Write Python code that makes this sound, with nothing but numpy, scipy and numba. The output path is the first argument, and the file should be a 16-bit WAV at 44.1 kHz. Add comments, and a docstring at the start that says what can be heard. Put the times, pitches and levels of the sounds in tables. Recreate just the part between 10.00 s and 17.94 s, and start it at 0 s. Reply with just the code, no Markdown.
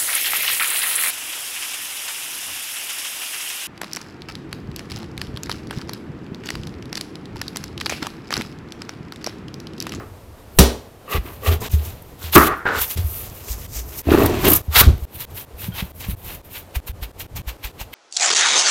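"""Over a quiet kitchen murmur and a faint creak, a gloved hand slaps a watermelon on a wooden board, close to a phone.
Then a knife splits and slices it: flesh is grains of noise through wet resonances, rind is slips and snaps
through gliding ones, the slap and sharp snaps are cracks that ring the fruit's modes,
and the board thuds on the counter as swelling, decaying sines. Some of it returns from the room.
The action is spliced from short shots: each splice chops the tails and fades in again."""
import sys
import numpy as np
from scipy import signal
from scipy.fft import rfft, irfft, next_fast_len
from scipy.io import wavfile
from scipy.ndimage import uniform_filter1d
from numba import njit

SR = 44100
rng = np.random.default_rng(int(sys.argv[2]) if len(sys.argv) > 2 else 0)


def wav_out(sig):
    """Save sig, one row per channel (or a flat mono array), as 16-bit PCM at SR to the path in sys.argv[1]."""
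    wavfile.write(sys.argv[1], SR, np.round(np.clip(np.atleast_2d(sig).T, -1, 1) * 32767).astype(np.int16))


N = 350154
T = np.arange(N) / SR
HALF_SECOND = T[:SR // 2]


def undb(db):
    """Decibels to gain."""
    return 10 ** (np.asarray(db) / 20)


def unit(x):
    """Scale to rms 1."""
    return x / np.sqrt(np.mean(x ** 2))


def band(x, hz, width):
    """Resonance with gain 1 at the centre."""
    return signal.lfilter(*signal.iirpeak(hz, hz / width, SR), x)


def colour(x, peaks):
    """Noise or clicks through a set of steep resonances, rms 1."""
    total = 0
    for k, (hz, width, db) in enumerate(peaks):
        once = band(x, hz, 1.5 * width)
        twice = band(once, hz, 1.5 * width)  # the second pass narrows the peak to about its listed width
        total = total + undb(db) * (-1) ** k * twice  # signs alternate
    return unit(total)


@njit
def sweep(x, hz, width):
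    """State-variable band-pass whose centre moves."""
    y, b, l = np.empty(len(x)), 0., 0.
    for i in range(len(x)):
        g, k = np.tan(np.pi * hz[i] / SR), width / hz[i]
        v = (b + g * (x[i] - l)) / (1 + g * (g + k))
        b, l, y[i] = 2 * v - b, l + 2 * g * v, k * v
    return y


def steep(x, hz, width):
    """A moving resonance applied twice, rms 1; the width is that of a single pass."""
    once = sweep(x, hz, 1. * width)
    return unit(sweep(once, hz, 1. * width))


def shaped(points, x):
    """A signal given a spectrum, rms 1."""
    hz, db = np.transpose(points)
    size = next_fast_len(len(x))
    bins = np.maximum(np.fft.rfftfreq(size, 1 / SR), 1)
    gain = undb(np.interp(np.log(bins), np.log(hz), db))
    return unit(irfft(rfft(x, size) * gain, size)[:len(x)])


def grains(per_s, spread_db):
    """Random clicks whose sizes have a long tail, rms 1."""
    hit = rng.random(N) < per_s / SR
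    tail = np.exp(spread_db * np.log(10) / 20 * rng.exponential(size=N))
    return unit(hit * rng.standard_normal(N) * tail)


def flicker(per_s, db):
    """Quick random unevenness of a level; db is its spread before smoothing."""
    k = int(SR / per_s)
    steps = np.repeat(rng.standard_normal(N // k + 1), k)
    return undb(db * uniform_filter1d(steps, k)[:N])


def swell(rise, t60):
    """Half a second: a smooth rise to 1, reached two rise times in, then an exponential fall."""
    t = HALF_SECOND - 2 * rise
    return np.where(t < 0, np.exp(-(t / rise) ** 2), undb(-60 * t / t60))


# splices between shots: (time [s], level dip [dB])
SPLICES = [(1.686, -6), (2.652, -3), (2.953, -7), (3.667, -5), (4.019, -15), (4.618, -4), (5.053, -17),
           (5.252, -14), (5.451, -10), (5.919, -18), (6.151, -16), (6.417, -17), (6.802, -15), (6.919, -14),
           (7.117, -22), (7.268, -21), (7.419, -17), (7.57, -9), (7.717, -10)]


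def add(out, s, sound):
    """Mix a sound in at a time, chopped at the next splice."""
    next_cut = min([cut for cut, _ in SPLICES if cut > s] + [N / SR])
    start, end = int(s * SR), int(next_cut * SR)
    out[..., start:end][..., :sound.shape[-1]] += sound[..., :end - start]


RISE_CURVE, FALL_CURVE = 1.1, 1.05  # 1 = straight in dB, more = rounder top


def envelope(s, db, rise, hold, fall):
    """Gain that rises, holds and falls, inside its own shot only; rise and fall are times for 20 dB."""
    cuts = np.array([0] + [cut for cut, _ in SPLICES] + [N / SR])
    span = slice(int(cuts[cuts <= s][-1] * SR), int(cuts[cuts > s][0] * SR))
    t = T[span] - s
    before = (np.maximum(-t, 0) / rise) ** RISE_CURVE
    after = (np.maximum(t - hold, 0) / fall) ** FALL_CURVE
    return span, undb(db - 20 * (before + after))


def played(events):
    """Envelopes of many events, their powers added."""
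    power = np.zeros(N)
    for event in events:
        span, gain = envelope(*event)
        power[span] += gain ** 2
    return np.sqrt(power)


# murmur of the kitchen: (frequency [Hz], relative spectrum level [dB per Hz])
KITCHEN = [(59, -21), (100, -13.5), (156, -9.5), (349, -6), (404, -6.5), (489, -5), (544, -7), (605, -8),
           (1070, -14), (1600, -20), (6480, -30), (13900, -30), (15800, -41)]
KITCHEN_DB = -46


def kitchen():
    """Steady noise with the room's own spectrum, its level slightly uneven."""
    return undb(KITCHEN_DB) * flicker(21, .6) * shaped(KITCHEN, rng.standard_normal(N))


# rind tearing under the blade: (time at full strength [s], deep creak level [dB], crisp crackle level [dB],
# resonance of the open crack [Hz], pitch of the creak [Hz], rise by 20 dB [s], hold [s], fall by 20 dB [s])
TEARS = [(0.002, -34, -34, 1160, 293, .01, .002, .08), (1.13, -24, -29, 1170, 410, .05, .035, .022),
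         (1.274, -37, -37, 1050, 330, .07, .002, .1), (1.446, -33, -39, 1090, 473, .05, .01, .05),
         (1.49, -24, -32, 1260, 390, .06, .055, .04), (1.617, -28, -34, 970, 398, .02, .04, .05),
         (1.75, -39, -49, 1100, 400, .05, .12, .1), (2.226, -44, -45, 1430, 369, .03, .002, .06),
         (2.361, -3, 0, 1250, 316, .008, .008, .045), (2.405, -18, -14.5, 1230, 345, .02, .03, .145),
         (2.5, -24, -21, 1120, 370, .05, .012, .05), (2.655, -19, -17, 1500, 418, .005, .012, .06),
         (2.69, -29, -25, 1520, 480, .03, .1, .04), (3.05, -44, -49, 1200, 400, .15, .22, .2),
         (3.47, -46, -51, 1100, 400, .2, .15, .1), (3.75, -46, -53, 1100, 400, .1, .25, .1),
         (4.087, -13.5, -42, 1130, 296, .022, .012, .05), (4.126, -11, -19, 1150, 330, .03, .09, .17),
         (4.3, -21.5, -35, 1000, 350, .1, .06, .15), (4.466, -12, -18, 1070, 345, .06, .012, .08),
         (4.5, -26, -27, 1060, 320, .05, .04, .05), (4.768, -28, -17, 1300, 413, .04, .002, .06),
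         (4.82, -24, -18.5, 1310, 351, .05, .002, .035), (4.89, -24, -36, 1130, 337, .035, .002, .045)]
# body of the creak: (frequency [Hz], width [Hz], level [dB])
CREAK = [(256, 132, -1.5), (403.5, 144, -3), (593, 180, -3.5), (2630, 210, -22)]
# resonances of the skin, heard in crackle and crunch: (frequency [Hz], width [Hz], level [dB])
SKIN = [(800, 340, 1), (1050, 290, 1.5), (1574, 640, -7), (1944, 790, -11)]
CREAK_WIDTH_HZ, CRACK_WIDTH_HZ = 177, 464  # of each filter pass
CRACKLE_LINGERS = 1.15  # its fall, as a multiple of the creak's


def rind():
    """Dense slips of the blade creak in the damped fruit; snapping fibres ring the skin and the hollow of the crack."""
    s, creak_db, crackle_db, crack_hz, creak_hz, rise, hold, fall = np.transpose(TEARS)
    # both pitches glide from tear to tear
    crack_hz, creak_hz = np.interp(T, s, crack_hz), np.interp(T, s, creak_hz)
    slips = grains(1200, 1.47)
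    gliding_creak = undb(-2) * steep(slips, creak_hz, CREAK_WIDTH_HZ)
    creak = flicker(60, 1.64) * (gliding_creak + undb(-5) * colour(slips, CREAK))
    snaps = grains(4000, 1.1) + .2 * slips
    hollow = undb(-2) * steep(snaps, crack_hz, CRACK_WIDTH_HZ)
    crackle = flicker(70, 1.3) * (hollow + undb(-7) * colour(snaps, SKIN))
    creak = creak * played(zip(s, creak_db, rise, hold, fall))
    crackle = crackle * played(zip(s, crackle_db, rise, hold, CRACKLE_LINGERS * fall))
    return creak + crackle


# weight on the board shakes it:
# (time at full strength [s], level [dB], rise by 20 dB [s], hold [s], fall by 20 dB [s])
PRESSES = [(0.002, -39, .01, .04, .45), (0.66, -33, .2, .01, .12), (1.25, -38, .2, .06, .2),
           (1.5, -33, .12, .13, .08), (1.7, -33, .05, .02, .5), (2.08, -41, .1, .04, .1),
           (2.46, -30, .12, .01, .07), (2.75, -43, .1, .04, .2), (3.0, -43, .1, .55, .3),
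           (3.72, -43, .2, .28, .1), (4.235, -21, .06, .02, .04), (4.37, -22, .12, .12, .15),
           (4.87, -13, .07, .01, .1), (5.17, -40, .05, .06, .05), (5.3, -41, .06, .04, .1),
           (5.77, -42, .5, .1, .3), (6.0, -42, .2, .14, .3), (6.25, -37, .1, .1, .1),
           (6.95, -41, .2, .04, .1), (7.21, -40, .05, .05, .1), (7.38, -36, .15, .03, .1)]
# low resonances of the loaded board: (frequency [Hz], width [Hz], level [dB])
BOARD = [(43, 61, -7), (73.4, 11.4, 0.5), (88, 31.5, -4.5)]
REST_DB = -48  # shake that never stops


def board_shake():
    """Weight leaning on the board becomes low, unsteady noise in its resonances."""
    level = (played(PRESSES) + undb(REST_DB)) * flicker(12, 3.1)
    return level * colour(rng.standard_normal(N), BOARD)


# decay of the echo: (frequency [Hz], t60 [s])
ROOM_T60 = [(150, 0.49), (500, 0.47), (2000, 0.33), (6000, 0.36), (14000, 0.16)]


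def room(x):
    """Diffuse echo that differs in length with pitch and dies soonest in the top treble, cut short at each splice."""
    t, echo = HALF_SECOND, 0
    hz, t60 = np.transpose(ROOM_T60)
    for f in 100 * 2 ** np.arange(0, 7.4, 1 / 3):  # third octaves
        decay = undb(-60 * t / np.interp(np.log(f), np.log(hz), t60))
        echo = echo + band(rng.standard_normal(len(t)), f, f / 2) * decay
    # silent for the first 6 ms
    echo = echo * (t > .006) / np.linalg.norm(echo)
    shots = np.split(x, [int(s * SR) for s, _ in SPLICES])
    return np.concatenate([signal.fftconvolve(shot, echo)[:len(shot)] for shot in shots])


# strokes of blade and gloves over wet flesh and skin:
# (time at full strength [s], fine hiss level [dB], squelch minus hiss [dB], rustle minus hiss [dB],
# rise by 20 dB [s], hold [s], fall by 20 dB [s])
STROKES = [(0.58, -38, -18, -22, .046, .001, .01), (1.118, -33.5, 4.5, -9, .032, .045, .035),
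           (1.25, -46.5, 0, -11, .035, .03, .12), (1.33, -49, -3, -10, .06, .03, .06),
           (1.455, -33.5, 1, -7, .04, .085, .035), (1.468, -37, 7, -4, .03, .012, .05),
           (1.606, -40, 5, -1, .005, .06, .06), (1.697, -45, 0, -3, .005, .015, .02),
           (1.716, -36, -2, -4, .006, .03, .035), (1.77, -46, 0, -8, .05, .1, .2),
           (1.853, -38, -20, -5, .045, .004, .07), (2.06, -57, -8, -8, .05, .05, .1),
           (2.23, -41, 3, -5, .055, .04, .08), (2.327, -26, 1, -9, .008, .012, .02),
           (2.352, -10, -7, -10, .018, .008, .009), (2.385, -25, -3, -8, .01, .095, .01),
           (2.578, -47, -18, -21, .025, .002, .03), (2.654, -65, 31, 0, .004, .04, .06),
           (2.762, -38, 9, 3, .05, .03, .05), (2.817, -21, -7, -11, .045, .002, .07),
           (2.909, -27, -9, -9, .05, .002, .07), (2.96, -40, 1, -5, .01, .01, .15),
           (3.13, -33, -12, -13, .2, .075, .12), (3.26, -46, 0, 0, .05, .02, .06),
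           (3.358, -42, -6, -9, .08, .005, .2), (3.518, -34, -7, 0, .11, .002, .06),
           (3.57, -44, -4, -3, .05, .09, .1), (3.766, -36, -7, 1, .1, .025, .06),
           (3.88, -44, -5, -6, .1, .07, .1), (3.99, -31.5, -9, -5, .07, .002, .04),
           (4.136, -32.5, 5, -8, .1, .002, .15), (4.2, -35, 4, -5, .1, .06, .05),
           (4.29, -44, 10, 0, .02, .09, .1), (4.45, -29, 5, -4, .075, .03, .03),
           (4.485, -21, -7, -9, .05, .085, .023), (4.63, -53, -8, -7, .03, .03, .08),
           (4.755, -20, 2, -6, .032, .012, .05), (4.794, -10, -2.5, -10, .04, .02, .01),
           (4.83, -39, 10, 3, .01, .002, .1), (5.045, -47, -6, -9, .15, .005, .05),
           (5.156, -36.5, -8, -25, .04, .002, .04), (5.206, -33, -3, -11, .035, .005, .09),
           (5.366, -37, -5, -13, .04, .045, .05), (5.31, -52, -1, -6, .02, .005, .04),
           (5.602, -36, -2, -12, .035, .06, .048), (5.77, -35, 4, -11, .045, .035, .045),
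           (5.85, -46, -6, -12, .03, .005, .06), (5.908, -47, -12, -16, .03, .002, .01),
           (5.96, -46, -10, -14, .04, .04, .05), (6.008, -41, 2, -4, .035, .012, .05),
           (6.045, -41, 5, -6, .035, .012, .035), (6.102, -33, -8, -16, .04, .01, .035),
           (6.17, -48, -12, -15, .01, .03, .04), (6.25, -40, -3, -14, .045, .1, .045),
           (6.27, -45, 5, -4, .04, .03, .06), (6.45, -45, -7, -15, .014, .002, .046),
           (6.53, -41, -8, -12, .05, .07, .04), (6.55, -45, 6, -5, .05, .02, .06),
           (6.755, -32, 1, -8, .012, .004, .026), (6.872, -35.5, -2, -10, .01, .01, .04),
           (7.031, -36, 2.5, -9, .017, .005, .03), (7.198, -37, -1, -6, .014, .014, .04),
           (7.363, -36, 5, -5, .011, .012, .037), (7.479, -38, 5, -4, .016, .012, .037),
           (7.642, -36.5, 3.5, -4, .016, .01, .043), (7.805, -36.5, 7, -3, .018, .01, .028),
           (7.935, -38.5, 6, -12, .011, .003, .04)]
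# juice spits from the cut, short bright ticks in the hiss: (time [s], level [dB])
SPITS = [(2.022, -44), (2.379, -11), (2.470, -22), (4.232, -24), (4.259, -22), (4.453, -19), (4.483, -13),
         (4.502, -13), (4.517, -12), (4.534, -10), (4.552, -15), (4.562, -15), (4.978, -45)]
# centre of the squelch, low where the fruit is deep round the blade: (time [s], frequency [Hz])
SQUELCH_PITCH = [(1.13, 2500), (1.6, 2900), (2.3, 3600), (2.66, 2400), (2.8, 3300), (4.1, 1900),
                 (4.25, 2200), (4.5, 2900), (4.79, 3700), (5.7, 2900), (6.3, 2700), (7.0, 2700)]
# fixed body of the squelch: (frequency [Hz], width [Hz], level [dB])
SQUELCH = [(1600, 2740, -2.5), (2810, 1320, 3.5), (3980, 1060, -2)]
# fine hiss: (frequency [Hz], width [Hz], level [dB])
HISS = [(10700, 4150, -2.5), (13800, 2800, 4.5)]
# rustle: (frequency [Hz], width [Hz], level [dB])
RUSTLE = [(5970, 3200, -2), (7930, 3060, -4.5)]
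SPIT_RISE_S, SPIT_HOLD_S, SPIT_FALL_S = .002, .003, .008  # rise and fall by 20 dB
SQUELCH_WIDTH_HZ = 2200  # of each filter pass
SQUELCH_LATE = .4  # share of the hold that passes before the squelch is full
CRUNCH_DB = -9  # crunch, before the stroke's squelch level


def flesh():
    """Cells burst at the edge: a dense fine hiss, a coarser, later squelch, a rustle, a low crunch."""
    s, db, squelch_db, rustle_db, rise, hold, fall = np.transpose(STROKES)
    spits = [(at, spit_db, SPIT_RISE_S, SPIT_HOLD_S, SPIT_FALL_S) for at, spit_db in SPITS]
    hiss = colour(grains(20000, 1.0), HISS) * played([*zip(s, db, rise, hold, fall), *spits])
    pitch = np.interp(T, *np.transpose(SQUELCH_PITCH))
    gliding = undb(-4) * steep(grains(3000, 1.2), pitch, SQUELCH_WIDTH_HZ)
    fixed = undb(-2.5) * colour(grains(4000, 0.8), SQUELCH)
    crunch = undb(CRUNCH_DB) * colour(grains(3000, 1.5), SKIN)
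    late = SQUELCH_LATE * hold
    squelch_level = played(zip(s + late, db + squelch_db, rise + late, hold - late, fall))
    squelch = (flicker(60, 2.2) * (gliding + fixed) + crunch) * squelch_level
    rustle = colour(grains(12000, 2.4), RUSTLE) * played(zip(s, db + rustle_db, rise, hold, fall))
    return flicker(90, 1.28) * (hiss + squelch + rustle)


# the slap and the sharpest snaps of the rind: (time [s], crack level [dB], ring level [dB], crack t60 [s],
# contact [s], share of ring time left as the fruit is cut [ratio])
BLOWS = [(.587, 5.5, -1, 0.047, 0.00205, 0.98), (2.328, -27.5, -47, 0.036, .001, .5),
         (2.357, -2.5, -8.5, 0.028, .0015, 0.31), (2.653, -40, -21, 0.027, 0.0012, 0.6),
         (2.672, -40, -22, .02, .0008, .2), (2.682, -36, -26, .015, .0007, .2),
         (2.972, -24, -32, 0.08, 0.0011, 0.35), (4.116, -26, -7, 0.025, 0.0012, 0.27),
         (4.144, -28, -8, .025, .001, .27), (4.185, -26, -13, .025, .0008, .22),
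         (4.202, -27, -13, .025, .0008, .22), (4.296, -30, -17, .025, .0008, .22),
         (4.235, -25.5, -12, 0.023, 0.00078, 0.22), (4.261, -19, -19, .03, .001, 0.25),
         (4.447, -27, -15, .02, .001, .2), (4.478, -27, -13, .025, .001, .2),
         (4.465, -22, -13, 0.024, 0.0013, .2), (4.812, -22, -13, .02, .0007, .2),
         (4.887, -38, -22, .03, 0.002, .2), (4.979, -40, -48, 0.022, 0.00078, .2)]
# tones of the whole fruit: (frequency [Hz], level [dB], t60 before cutting [s])
FRUIT = [(141, -13, 0.192), (192, -6, 0.11), (238, -12.5, 0.37), (292, -10.5, 0.3), (382, -2.5, 0.24),
         (406, -7, 0.36), (451, -8, 0.45), (555, -9, 0.42), (870, -9.5, .13)]
# spectrum of the crack: (frequency [Hz], level [dB])
CRACK = [(100, -4.5), (250, 9.5), (700, 5.5), (1500, -1), (2500, -1.5), (4000, 1), (8000, -4), (16000, -3)]


def blows():
    """A broad crack and a push that rings the fruit, duller for longer contact; also the bare clicks that the walls return."""
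    out, clicks, t = np.zeros(N), np.zeros(N), HALF_SECOND
    click = shaped(CRACK, 1. * (np.arange(512) == 256))
    for s, crack_db, ring_db, t60, contact, share in BLOWS:
        crack = undb(crack_db) * swell(0.00047, t60) * shaped(CRACK, rng.standard_normal(len(t)))
        modes = 0
        for hz, db, ring_s in FRUIT:
            modes = modes + undb(db - 60 * t / (share * ring_s)) * np.sin(2 * np.pi * hz * t)
        push = np.hanning(int(contact * SR))
        ring = undb(ring_db) * signal.fftconvolve(modes, push / push.sum())
        add(out, s + contact, ring)
        add(out, s, crack)
        # each click carries the energy of its crack
        add(clicks, s, click * np.linalg.norm(crack) / np.linalg.norm(click))
    # air shoved ahead of the swinging hand
    add(out, BLOWS[0][0] - .024, -undb(-13.5) * swell(.012, .03))
    return out, clicks


# the board thudding on the counter, its pitch set by the load on it:
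# (time [s], level [dB], frequency [Hz], wooden knock minus thud [dB], t60 [s], build [cycles])
THUDS = [(0.594, -1, 64.4, 1, 0.27, .42), (1.145, -13.5, 73.7, -12, 0.2, .6),
         (1.179, -14, 50, -12, 0.12, .42), (1.470, -7, 82, -25, 0.3, 1.1),
         (1.527, -13.5, 72, -24, 0.1, .45), (1.736, -5.5, 75, -13, 0.29, .42),
         (2.237, -24.5, 80, -14, 0.6, .7), (2.367, -8.5, 70.0, 4.5, 0.27, .42),
         (2.768, -24, 68.6, -16, 0.12, .42), (2.809, -26, 61.9, -14, 0.2, .42),
         (2.9592, -15, 85, -10, .15, .42), (2.985, -13, 88, -12, 0.22, .45),
         (3.038, -13.5, 72, -30, 0.19, .7), (3.314, -32, 80.5, -4, 0.2, .42),
         (3.502, -20, 56, -21, 0.27, .5), (3.761, -22, 57.4, -21, 0.53, .5),
         (4.068, -12.5, 79, -11, 0.6, .6), (4.679, -14, 75, -15, 0.2, .7), (4.766, -14, 62, -15, .2, .6),
         (4.81, -5, 89, -21, 0.067, .5), (4.864, 1, 63.8, -14, 0.15, .65),
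         (5.022, -18.5, 66.6, -26, 0.26, .42), (5.542, -29, 67, -27, 0.16, .42),
         (5.683, -17.5, 100, 0.5, 0.098, .42), (5.823, -18.5, 60, 0, 0.097, .42),
         (6.084, -17.5, 53.3, -2.5, 0.17, .42), (6.765, -12.5, 61, -33, 0.1, .42),
         (6.894, -19.5, 59.2, -22, 0.12, .42), (7.021, -21.5, 52, -18, 0.2, .42),
         (7.366, -29, 87, -20, 0.2, .42), (7.472, -19, 56, -22, 0.17, .42),
         (7.648, -22, 48, -25, 0.12, .42), (7.809, -26.5, 51.1, -13, 0.15, .42)]
# tones of the knocked wood: (frequency [Hz], level [dB], t60 [s])
KNOCK = [(138, -3.5, 0.065), (181, 1.5, 0.076), (241, -15, .04), (340, -16.5, 0.027)]


def board_thuds():
    """Each thud builds over its first cycles; a harder edge knocks the wood."""
    out, t = np.zeros(N), HALF_SECOND
    edge = np.hanning(int(0.0025 * SR))
    knock = sum(np.sin(2 * np.pi * hz * t) * undb(-60 * t / t60 + db) for hz, db, t60 in KNOCK)
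    knock = signal.fftconvolve(knock, edge / edge.sum())
    for s, db, hz, knock_db, t60, build in THUDS:
        thud = undb(db) * swell(build / hz, t60) * np.sin(2 * np.pi * hz * t)
        add(out, s - .5 / hz, thud)  # half a cycle early
        add(out, s, undb(db + knock_db) * knock)
    return out


# the steel blade touched, one row for each tone that rings: (time [s], level [dB], frequency [Hz], t60 [s])
TINGS = [(1.079, -36, 1190, 0.071), (5.591, -45, 2600, 0.2), (5.72, -42, 3200, 0.3),
         (5.72, -43, 1450, 0.23), (6.3, -48, 4430, .2)]
# the blade dragging on the hard skin, which makes both sing:
# (time at full strength [s], level [dB], rise by 20 dB [s], hold [s], fall by 20 dB [s])
SCRAPES = [(1.081, -37, .004, .02, .04), (1.13, -25, .03, .035, .025), (1.44, -32.5, .015, .055, .04),
           (4.76, -20, .004, .01, .03)]
# tones of the singing: (frequency [Hz], width [Hz], level [dB])
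SCRAPE = [(490, 70, -2), (1170, 90, 0), (1920, 150, -7), (2680, 220, -8)]


def blade():
    """Short clean rings of the steel, and its rough singing while it drags."""
    out = played(SCRAPES) * colour(grains(600, 2.5), SCRAPE)
    for s, db, hz, t60 in TINGS:
        ting = undb(db) * swell(0.00075, t60) * np.sin(2 * np.pi * hz * HALF_SECOND)
        add(out, s, ting)
    return out


FADE_S = 0.017  # time constant of each fade-in


def scene():
    """Close sounds, their echo and the kitchen, each shot after a splice starting low and fading up."""
    struck, clicks = blows()
    cut = flesh() + rind() + blade()
    echo = room(undb(-8.5) * clicks + undb(-19.5) * struck + undb(-17.5) * cut)
    sound = struck + cut + board_thuds() + board_shake() + echo + kitchen()
    for s, dip_db in SPLICES:
        shot = sound[int(s * SR):][:SR // 10]
        shot *= undb(dip_db * np.exp(-T[:len(shot)] / FADE_S))  # changes the sound in place
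    return sound[None]


MIC_HZ, MIC_WIDTH_HZ, MIC_DB = 13800, 580, 5
TOP_HZ = 15880  # nothing much passes above


def record(dry):
    """The microphone port lifts a band of the top octave; peaks clip at full scale before a steep low-pass."""
    lifted = dry + (undb(MIC_DB) - 1) * band(dry, MIC_HZ, MIC_WIDTH_HZ)
    low_pass = signal.ellip(14, .2, 95, TOP_HZ, fs=SR, output="sos")
    return signal.sosfilt(low_pass, np.clip(lifted, -1, 1))


dry = scene()
out = record(dry)
wav_out(out)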